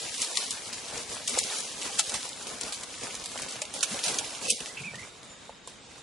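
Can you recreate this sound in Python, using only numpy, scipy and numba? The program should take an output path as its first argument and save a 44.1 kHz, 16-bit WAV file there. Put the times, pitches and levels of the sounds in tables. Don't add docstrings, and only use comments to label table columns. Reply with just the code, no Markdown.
import sys
import numpy as np
from scipy import signal
from scipy.fft import rfft, irfft
from scipy.io import wavfile
from scipy.ndimage import uniform_filter1d
from numba import njit

SR = 44100
rng = np.random.default_rng(int(sys.argv[2]) if len(sys.argv) > 2 else 0)


def volts_from_decibels(level):
    exponent = np.asarray(level, float) / 20
    return 10 ** exponent


def materialize(psi):
    bounded = np.clip(np.atleast_2d(psi).T, -1, 1)
    quanta = np.round(bounded * 32767).astype(np.int16)
    wavfile.write(sys.argv[1], SR, quanta)


N = 265482
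T = np.arange(N) / SR
BINS = np.fft.rfftfreq(N, 1 / SR) + 1e-9

# start_s, level_db, left_minus_right_db
STIR = [(0, -36, 0.5), (.1, -39.5, 1), (.33, -38.5, 0), (.59, -42.5, 1), (1.24, -43, .5), (1.46, -40, 0),
        (1.63, -41, 0.5), (2.18, -38, -0.5), (2.43, -43.5, .5), (2.92, -43.5, 0), (3.45, -41.5, 0),
        (3.7, -47.5, -.5), (3.94, -37.5, 0), (4.32, -41.5, -1), (4.62, -43.5, -0.5), (5.16, -53, -1),
        (5.6, -57, -.5), (6.02, -52.5, -1)]
# pitch_hz, level_db (per Hz)
CRACK_COLOUR = [(180, -51), (300, -26), (1280, -48), (1730, 0), (2910, -12), (6150, 8), (7280, 7.5),
                (10700, 4), (11500, -22), (15000, -52), (22000, -120)]


def unit(x):
    return x / np.sqrt(np.mean(x ** 2))


def on_bins(points):
    hz, value = np.transpose(points)
    return np.interp(np.log(BINS), np.log(hz), value)


def colour(x, gain):
    return irfft(rfft(x) * gain, N)


def spread(mid, side):
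    # pitch_hz, likeness (0-1)
    likeness = [(30, .68), (100, 0.74), (300, 0.59), (700, 0.58), (4000, 0.58), (7000, 0.43), (10000, 0.26)]
    like = np.clip(on_bins(likeness), 0, 1)
    mid = colour(mid, np.sqrt((1 + like) / 2))
    side = colour(side, np.sqrt((1 - like) / 2))
    return np.array([mid + side, mid - side])


def panned(pan_db):
    return volts_from_decibels(np.array([pan_db, -pan_db]) / 2)


def walk(per_s):
    hold = int(SR / per_s)
    steps = np.repeat(rng.standard_normal(N // hold + 1), hold)
    return uniform_filter1d(steps, hold)[:N]


@njit
def grains(start, hz, t60, size, n):
    out = np.zeros(n)
    for g in range(len(start)):
        turn = np.exp(2j * np.pi * hz[g] / SR - np.log(1000) / (t60[g] * SR))
        ring = size[g] + 0j
        for i in range(start[g], min(n, start[g] + int(t60[g] * SR))):
            out[i] += ring.real
            ring *= turn
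    return out


def leaf_noise(per_s, cycles, scatter_db, hiss_db):
    when, height, luck, sign = rng.random((int(per_s * N / SR), 4)).T
    hz = 700 * 15 ** height
    size = volts_from_decibels(-scatter_db * np.log(luck + 1e-4)) * np.sign(sign - 0.5)
    near = grains((when * N).astype(np.int64), hz, cycles / hz, size, N)
    near = colour(near, np.sqrt(BINS))
    return unit(near) + volts_from_decibels(hiss_db) * rng.standard_normal(N)


def tugs():
    # start_s, hold_s, leaves_db, wood_db
    pulls = [(0.19, 0.054, -31.5, -49.5), (0.348, 0.09, -32, -51.5), (0.617, 0.093, -43.5, -67),
             (0.885, 0.13, -40, -50.5), (1.087, 0.048, -39.5, -50), (1.29, 0.09, -33, -46.5),
             (1.384, 0.22, -32.5, -48), (1.84, 0.035, -36, -46), (2.105, 0.057, -37.5, -47),
             (2.621, 0.044, -36.5, -47), (3.025, 0.027, -39, -46), (3.334, 0.13, -56, -50),
             (3.751, 0.022, -35.5, -46.5), (3.913, 0.085, -38.5, -48), (4.128, .12, -40, -47.5),
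             (2.458, .08, -47, -48.5), (4.048, 0.059, -34.5, -44), (4.415, .07, -33, -46),
             (4.487, .02, -29, -50), (4.605, 0.072, -44, -57.5)]
    attack_s, fall_db_s = 0.029, 185
    power = np.zeros((2, N))
    for s, hold_s, leaves_db, wood_db in pulls:
        swell = np.clip((T - s) / attack_s + 0.5, 0, 1)
        release = volts_from_decibels(-fall_db_s * np.clip(T - s - hold_s, 0, 1))
        power += (volts_from_decibels([[leaves_db], [wood_db]]) * swell * release) ** 2
    return power


def all_twigs():
    # start_s, peak_db, ring_hz, leaves_db (under the crack)
    green = [(.141, -26, 3540, -7.5), (.18, -21, 5810, -12.5), (0.2179, -7, 6000, -16),
             (.507, -10.5, 7550, -17.5), (0.728, -22.5, 4710, -10), (1.1263, -22, 5640, -19),
             (1.6033, -22, 6830, -15), (1.8147, -24.5, 5800, -9), (1.9535, -34, 3490, -9),
             (2.141, -18, 7600, -9.5), (2.469, -28, 4410, -7), (2.7229, -18, 4430, -11.5),
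             (3.1064, -28, 2700, -15), (3.238, -32, 2990, -7), (3.376, -24.5, 2960, -12),
             (3.484, -28.5, 2700, -6.5), (3.522, -23.5, 7990, -13.5), (4.038, -14.5, 5380, -9.5),
             (4.244, -25, 2800, -10.5), (4.3492, -27, 3190, -13), (4.481, -20, 3710, -9),
             (4.6586, -20, 2680, -20), (4.9926, -41, 3690, -6), (5.6735, -24.5, 7790, -18.5)]
    # start_s, peak_db, ring_hz, left_minus_right_db, leaves_db (under the crack)
    brittle = [(0.2446, -17, 5220, .5, -15), (0.3715, -7, 4220, 6, -17.5), (1.2751, -15, 7300, 3.5, -9.5),
               (1.2782, -11.5, 6800, 3, -17.5), (1.331, -20, 8200, 1, -17), (1.3915, -17, 8000, 1, -20),
               (1.2953, -15, 6500, 1, -17), (1.341, -20, 3700, -6, -18), (1.3877, -1.5, 7600, 3, -20.5),
               (1.4377, -14, 5640, 0, -20), (1.5853, -16, 9290, 1, -22), (1.9937, -1.5, 7000, 1.5, -16),
               (2.094, -15.5, 8200, -1, -13), (2.1193, -18, 6600, -3, -19), (2.6108, -15.5, 7500, 4, -13),
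               (3.419, -19, 8600, 2, -12.5), (3.6176, -11.5, 6700, -1.5, -16.5),
               (3.7386, -16, 9620, -1, -17), (3.7908, -21, 8410, -1.5, -26),
               (3.807, -18.5, 4260, -3.5, -11.5), (3.8293, -9, 6400, -4.5, -9.5),
               (4.079, -18.5, 6630, 0, -5), (4.1424, -14, 5900, -.5, -18), (4.1862, -8, 6400, -2, -15.5),
               (4.5029, -4, 8000, -2.5, -14)]
    # start_s, peak_db, ring_hz, left_minus_right_db
    small = [(0.3545, -21, 6490, 7), (.4294, -31, 4310, 1), (0.8833, -28, 3800, 4),
             (0.9773, -21.5, 5900, 6), (1.929, -29, 2950, -4), (2.2894, -23, 7040, 1),
             (2.4254, -27, 6540, 3), (2.6328, -21, 4840, 5), (2.809, -30, 6580, -6), (2.834, -21, 7040, 2),
             (3.034, -24, 6180, 0), (3.151, -21.5, 6230, -4), (3.258, -19.5, 7000, -3),
             (3.354, -33, 4380, -1), (3.652, -26, 2900, -2), (3.9065, -31, 5610, 2),
             (3.9906, -19.5, 3170, -1.5), (4.062, -15, 6360, -1), (4.522, -19, 3700, -1),
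             (4.604, -21.5, 2700, -3), (4.9545, -27.5, 2970, -3), (5.2304, -34, 3820, -1.5)]
    stir_s, _, stir_pan_db = np.transpose(STIR)
    rows = []
    for s, peak_db, hz, leaves_db in green:
        pan_db = np.interp(s, stir_s, stir_pan_db)
        fall_db = 5 + 0.09 * peak_db
        rows.append((s, peak_db, hz, pan_db, leaves_db, fall_db))
    rows += [(*twig, 7.5) for twig in brittle]
    rows += [(*twig, -12.5, 10.5) for twig in small]
    return rows


def after_twigs(rise_s):
    power = np.zeros((2, N))
    for s, peak_db, _, pan_db, leaves_db, fall_db in all_twigs():
        i = slice(max(int(s * SR) - 600, 0), int(s * SR) + 9000)
        age = T[i] - s - 0.0007
        strain_s = rise_s * volts_from_decibels(1.6 * max(peak_db + 14, 0))
        rise = np.exp(np.minimum(age, 0) / strain_s)
        decay = volts_from_decibels(-200 * np.clip(fall_db, 1, 40) * age)
        level = panned(pan_db)[:, None] * volts_from_decibels(peak_db + leaves_db)
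        power[:, i] += level ** 2 * np.where(age < 0, rise, decay)
    return power


def foliage():
    # pitch_hz, level_db (per Hz)
    leaf_colour = [(15, -45), (25, -5.5), (252, -3.5), (370, -5.5), (466, 1), (739, -6.5), (840, -8),
                   (1680, -6), (1810, -8.5), (3270, -1.5), (7060, 1.5), (10600, -1), (11500, -3),
                   (15000, -55), (22000, -120)]
    edges_hz = (280, 850, 2200)
    # steady_db, share of the stir followed (0-1), tug_db, after_twig_db
    ranges = [
        (-43, 1, -1, 0),
        (-52, 0.71, 0, -14.5),
        (-54.5, 0.78, -0.16, -26.5),
        (-56.5, 0.17, -6, -25.5),
    ]
    usual_stir_db = -44
    s, level_db, side_db = np.transpose(STIR)
    stir_db, pan_db = np.interp(T, s, level_db), np.interp(T, s, side_db)

    stream = spread(leaf_noise(3000, 4.93, 2.18, 0.98), leaf_noise(3000, 4.9, 2.5, 0.16))
    stream = rfft(stream) * volts_from_decibels(on_bins(leaf_colour))
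    below = [0] + [1 / (1 + (BINS / hz) ** 12) for hz in edges_hz] + [1]
    shaken, pulled, together = after_twigs(0.00031), tugs(), walk(30)
    out = 0
    for k, (steady_db, share, tug_db, twig_db) in enumerate(ranges):
        band = unit(irfft(stream * np.sqrt(below[4 - k] - below[3 - k]), N))
        moving = volts_from_decibels(steady_db + share * (stir_db - usual_stir_db)) ** 2
        moving = moving + pulled[min(k, 1)] * volts_from_decibels(tug_db) ** 2
        flutter = volts_from_decibels(1.2 * together + 1.14 * walk(21.97))
        steady = np.sqrt(moving) * flutter * panned(pan_db)
        out = out + band * np.sqrt(steady ** 2 + shaken * volts_from_decibels(twig_db) ** 2)
    return out


def air():
    # pitch_hz, level_db (per Hz)
    air_colour = [(150, -44), (250, -19), (293, -6.5), (396, -3), (860, -9), (1750, -11), (3690, -11),
                  (6420, -24), (6950, -10), (11000, -39), (14300, -65), (22000, -120)]
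    insect_hz, insect_width_hz = 3720, 190
    hush = colour(spread(*rng.standard_normal((2, N))), volts_from_decibels(on_bins(air_colour)))
    insect_gain = np.exp(-((BINS - insect_hz) / insect_width_hz) ** 2)
    insects = colour(spread(*rng.standard_normal((2, N))), insect_gain)
    hush_db = -54 + 2.4 * walk(2.5)
    insects_db = -62.5 + 3 * walk(9)
    return unit(hush) * volts_from_decibels(hush_db) + unit(insects) * volts_from_decibels(insects_db)


def twigs():
    s, peak_db, hz, pan_db = np.transpose(all_twigs())[:4]
    chance = rng.random((len(s), 12))
    late_s = np.cumsum(np.c_[0 * s, 0.0003 + 0.0012 * chance[:, :3]], axis=1)
    weaker_db = 2.9 * np.sqrt(np.arange(4)) * (2.0 + chance[:, 4:8])
    size = volts_from_decibels(peak_db[:, None] - weaker_db)
    start = ((s[:, None] + late_s + 0.001004) * SR).astype(np.int64).ravel()
    pitch = (hz[:, None] * (1 + 0.049 * (chance[:, 8:] - 0.5))).ravel()
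    other_pitch = pitch * (1 + 0.088 * (chance[:, :4].ravel() - 0.5))
    out = []
    for side, heard in zip(panned(pan_db), (pitch, other_pitch)):
        gain = (size * side[:, None]).ravel()
        ring = grains(start, heard, 14.0 / pitch, gain * volts_from_decibels(-2.0), N)
        tick = grains(start, pitch, 1.5 / pitch, gain * volts_from_decibels(-6.5), N)
        out.append(ring + colour(tick, volts_from_decibels(on_bins(CRACK_COLOUR))))
    return np.array(out)


def knocks():
    # start_s, peak_db, ring_hz, fall_db (per 10 ms)
    thick = [(0.374, -32.5, 1100, 4.5), (0.425, -37.5, 471, 19), (0.898, -45, 476, 18),
             (0.966, -39, 471, 5.5), (1.201, -42.5, 570, 16), (1.306, -40, 450, 12),
             (1.373, -20.5, 513, 20), (1.995, -31, 820, 11), (2.09, -42, 578, 1), (2.467, -39, 426, 7),
             (2.721, -38, 860, 16), (3.556, -42, 620, 16), (3.617, -35.5, 615, 5), (3.747, -41, 542, 0),
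             (3.943, -34.5, 564, 6), (4.053, -35, 625, 1), (4.209, -38.5, 828, 3.5), (4.505, -33.5, 474, 7),
             (4.607, -40, 434, 7), (4.935, -38, 516, 21), (5.493, -37.5, 547, 13), (5.673, -42.5, 486, 16)]
    # start_s, peak_db, ring_hz, fall_db (per 10 ms)
    thin = [(1.994, -28, 1290, 23), (2.142, -29, 1160, 11), (3.833, -27, 1470, 19), (4.079, -27, 1580, 20),
            (5.492, -41, 850, 12), (5.674, -37, 1010, 16)]
    s, peak_db, hz, fall_db = np.transpose(thick + thin)
    t60 = 0.6 / np.clip(fall_db, 4, 80)
    lag = rng.integers(0, 9, (len(s), 2)).T
    stretch = 1 + 0.3 * (rng.random((len(s), 3)).T - 0.5)
    out = np.zeros((2, N))
    for side in range(2):
        start = ((s + 0.0012) * SR).astype(np.int64) + lag[side]
        out[side] = grains(start, hz, t60, volts_from_decibels(peak_db), N)
        for ratio, db, uneven in zip((0.86, 1.25, 1.6), (-6, -3, -9), stretch):
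            out[side] += grains(start, ratio * uneven * hz, 0.8 * t60, volts_from_decibels(peak_db + db), N)
    out = colour(out, 1 / (1 + (380 / BINS) ** 6))
    push = np.hanning(40)
    return signal.lfilter(push / push.sum(), 1, out) * volts_from_decibels(2.0)


def ticks():
    # start_s, peak_db, ring_hz, left_minus_right_db
    clicks = [(0.4993, -28.5, 7920, 1.0), (0.7338, -25.0, 4820, 4.5), (0.9332, -30.0, 8270, 0.0),
              (0.9741, -27, 3450, 4.5), (0.9808, -30, 5860, 3.0), (1.0785, -32.0, 7920, -0.5),
              (1.136, -28.0, 5170, 0.5), (1.1497, -24, 8610, 3.0), (1.2946, -16, 8100, 1.5),
              (1.4708, -23.5, 5860, 1.0), (1.6053, -20.0, 8960, 4.5), (1.7298, -29.5, 5860, 3.0),
              (1.8158, -26, 5860, 2.5), (1.8315, -22, 7580, -0.5), (1.9569, -31.0, 4820, -1.0),
              (2.1418, -18.5, 7580, -5.5), (2.2938, -28.5, 6890, 2.0), (2.3323, -27, 3620, -4.5),
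              (2.8334, -26.0, 10340, 5.0), (3.0127, -32, 4650, 3.5), (3.0417, -30.0, 5860, -1.5),
              (3.2607, -25, 9990, -3.0), (3.3904, -27.0, 2070, -1.5), (3.4697, -34.0, 6720, 0.0),
              (3.5649, -28, 3100, -3.5), (3.6528, -31, 3100, -2.5), (3.7503, -22, 9650, 0.0),
              (3.8367, -16, 6720, -7.0), (3.9078, -29.0, 10160, -1.0), (3.9446, -28.0, 4130, -0.5),
              (3.9623, -26.0, 6890, 0.5), (4.0349, -20, 3620, 1.0), (4.0413, -17.5, 9300, -1.0),
              (4.1524, -25.0, 5170, 0.0), (4.343, -33.5, 8440, -4.5), (4.5691, -27.5, 7240, -4.0),
              (4.7282, -33, 8270, -2.5), (4.7398, -34.5, 7920, -3.0), (4.7946, -35, 2760, 2.5),
              (4.8275, -36.5, 3450, -0.5), (5.0098, -36.5, 7240, -3.5), (5.454, -46.0, 7750, 0.5),
              (5.4995, -44.0, 2930, -4.0), (5.787, -44.5, 2410, 2.5)]
    # start_s, peak_db, ring_hz, t60_s
    stick_rings = [(1.9945, -26, 2040, .04), (1.9945, -24, 3390, .03), (1.9945, -25, 1310, 0.047),
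                   (3.831, -26, 2570, .04), (3.831, -24, 2900, .03), (3.831, -23.5, 1485, 0.043),
                   (3.619, -28.5, 2550, 0.033), (4.4985, -19, 2600, 0.034), (4.504, -21, 3050, .03),
                   (4.484, -34, 500, .04), (4.504, -34, 500, .04), (4.525, -40, 450, .04),
                   (4.073, -32, 700, .05), (4.187, -24, 3300, .03), (1.5, -21, 3800, .025),
                   (2.637, -36, 260, 0.055), (1.86, -38, 330, .06), (5.498, -42, 850, .04),
                   (5.756, -49, 3000, .06), (1.9, -38, 800, 0.089), (2.15, -36, 820, .08)]
    s, peak_db, hz, pan_db = np.transpose(clicks)
    start = ((s - 0.0003) * SR).astype(np.int64)
    out = []
    for side, detune in zip(panned(pan_db), (0.97, 1.03)):
        gain = volts_from_decibels(peak_db) * side
        edge = grains(start, hz, 1.6 / hz, gain * volts_from_decibels(-2.0), N)
        ring = grains(start, detune * hz, 12.0 / hz, gain * volts_from_decibels(1.0), N)
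        out.append(ring + colour(edge, volts_from_decibels(on_bins(CRACK_COLOUR))))
    s, peak_db, hz, t60 = np.transpose(stick_rings)
    rings = grains((s * SR).astype(np.int64), hz, t60, volts_from_decibels(peak_db), N)
    push = np.hanning(12)
    return np.array(out) + signal.lfilter(push / push.sum(), 1, rings)


def swishes():
    # start_s, peak_db, pitch_hz, length_s
    puffs = [(1.301, -43.5, 258, 0.062), (2.634, -49, 215, 0.044), (3.905, -36.5, 210, 0.053),
             (4.499, -44, 181.4, 0.059), (4.602, -46, 205, 0.034), (4.795, -39.5, 143, 0.045),
             (4.84, -42, 168, 0.059), (4.9, -46, 168, 0.04), (4.935, -45, 118, 0.047), (5, -49, 130, .04),
             (4.96, -46, 181, 0.035)]
    out, flutter = np.zeros(N), walk(120)
    for s, peak_db, hz, length_s in puffs:
        i = slice(int(s * SR), int((s + length_s) * SR))
        part = (T[i] - s) / length_s
        turns = np.cumsum(hz * (0.952 + 0.091 * part + 0.2 * flutter[i])) / SR
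        out[i] += volts_from_decibels(peak_db) * np.sin(np.pi * part) * np.sin(2 * np.pi * turns)
    return out


def bird(notes, wobble_db, wobble_hz, per_s=200):
    out = np.zeros(N)
    for note in notes:
        s, hz, db = np.transpose(note)
        gate = np.clip(np.minimum(T - s[0], s[-1] - T) / 0.0038, 0, 1)
        pitch = np.interp(T, s, hz) + wobble_hz * walk(per_s)
        level = volts_from_decibels(np.interp(T, s, db) + 6.5 + wobble_db * walk(140))
        out += gate * level * np.sin(2 * np.pi * np.cumsum(pitch) / SR)
    blur = rng.standard_normal(SR // 8) * volts_from_decibels(-60 * T[:SR // 8] / 0.25)
    return out + volts_from_decibels(-34) * signal.fftconvolve(out, blur)[:N]


def birds():
    # start_s, pitch_hz, level_db
    clear = [
        [(4.452, 2600, -42), (4.464, 2630, -39), (4.474, 2680, -46)],
        [(4.833, 2080, -53), (4.843, 2320, -44), (4.851, 2540, -39), (4.865, 2530, -45), (4.873, 2400, -43),
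         (4.892, 2316, -41.5), (4.914, 2250, -56)],
    ]
    # start_s, pitch_hz, level_db
    low = [
        [(4.687, 1800, -54), (4.697, 2000, -52), (4.722, 2107, -60)],
        [(4.93, 1758, -65), (4.95, 1850, -44), (4.97, 1870, -60)],
        [(4.978, 1805, -51), (4.996, 2120, -44.5), (5.008, 1950, -54), (5.02, 1800, -56)],
        [(5.022, 1950, -56), (5.034, 2325, -48), (5.05, 2300, -61)],
    ]
    # start_s, pitch_hz, level_db
    rough = [
        [(4.765, 2720, -52), (4.787, 2626, -43), (4.81, 2650, -45.5)],
    ]
    # start_s, pitch_hz, level_db
    far = [
        [(5.29, 7120, -63), (5.322, 7132, -59), (5.37, 6700, -69)],
    ]
    out = bird(clear + low, 2.2, 22.0) + bird(far, 2.5, 70)
    out = out + bird(rough, 5.0, 280, per_s=1200)
    return out * panned(-4.5)[:, None]


def scene():
    return foliage() + air() + twigs() + knocks() + ticks() + swishes() + birds()


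def discard(x):
    # pitch_hz, under_treble_db, silence_db, waver_db
    mask = [(60, -5, -75, -0.5), (500, -9, -73, 0.5), (1470, -8, -71, 9.5), (2520, -6, -70, 6.5),
            (4030, -10, -74, 5.5), (8160, -7, -49, 9.5), (10600, -18.5, -46.5, 9)]
    # start_s, end_s, low_hz, high_hz, level_db
    lost = [(4.475, 4.535, 750, 2250, -24), (4.5, 4.595, 720, 2050, -22), (1.4, 1.445, 1000, 1850, -21),
            (3.78, 3.817, 1900, 2650, -22), (3.64, 3.695, 1650, 2050, -22), (5.76, 5.91, 9300, 13500, -45),
            (2.91, 3.07, 10200, 12800, -25), (5.33, 5.45, 10200, 13000, -28), (.23, .33, -220, 220, -16),
            (.35, .47, -200, 200, -11), (1.49, 1.6, -200, 200, -17), (4.56, 4.605, -320, 320, -12)]
    hz, s, z = signal.stft(np.array([x[0] + x[1], x[0] - x[1]]) / 2, SR, nperseg=1024)
    at_hz, under_db, silence_db, waver_db = np.transpose(mask)
    treble = np.sqrt(np.mean(abs(z[0, 70:230]) ** 2, axis=0))
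    hidden = volts_from_decibels(np.interp(hz, at_hz, under_db))[:, None] * treble
    silence = volts_from_decibels(np.interp(hz, at_hz, silence_db) - 31.0)[:, None]
    limit = np.hypot(hidden, silence)
    waver = rng.standard_normal((len(hz) // 4 + 1, len(s) // 5 + 1))
    waver = np.kron(waver, np.ones((4, 5)))[:len(hz), :len(s)]
    limit = limit * volts_from_decibels(np.interp(hz, at_hz, waver_db)[:, None] * waver)
    limit = limit * volts_from_decibels([0, -5])[:, None, None]
    keep = 0.027 + 0.96 / (1 + (limit / (abs(z) + 1e-12)) ** 4)
    for t0, t1, low_hz, high_hz, db in lost:
        off_hz = (2 * hz[:, None] - low_hz - high_hz) / (high_hz - low_hz)
        off_s = (2 * s - t0 - t1) / (t1 - t0)
        inside = np.clip(3 * (1.15 - np.hypot(off_hz, off_s)), 0, 1)
        keep = keep * volts_from_decibels(db * inside * np.clip(1 + 0.064 * waver, 0, 2))
    mid, side = signal.istft(z * keep, SR, nperseg=1024)[1][:, :N]
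    return np.array([mid + side, mid - side])


def band_limit(x):
    return signal.sosfilt(signal.butter(12, 12210, fs=SR, output="sos"), x)


def record(dry):
    top = signal.ellip(8, 0.3, 66, 10915, fs=SR, output="sos")
    cut = signal.sosfilt(top, dry)
    cut = colour(cut, 1 / np.sqrt(1 + (42 / BINS) ** 4))
    return band_limit(discard(cut))


dry = scene()
out = record(dry)
materialize(out)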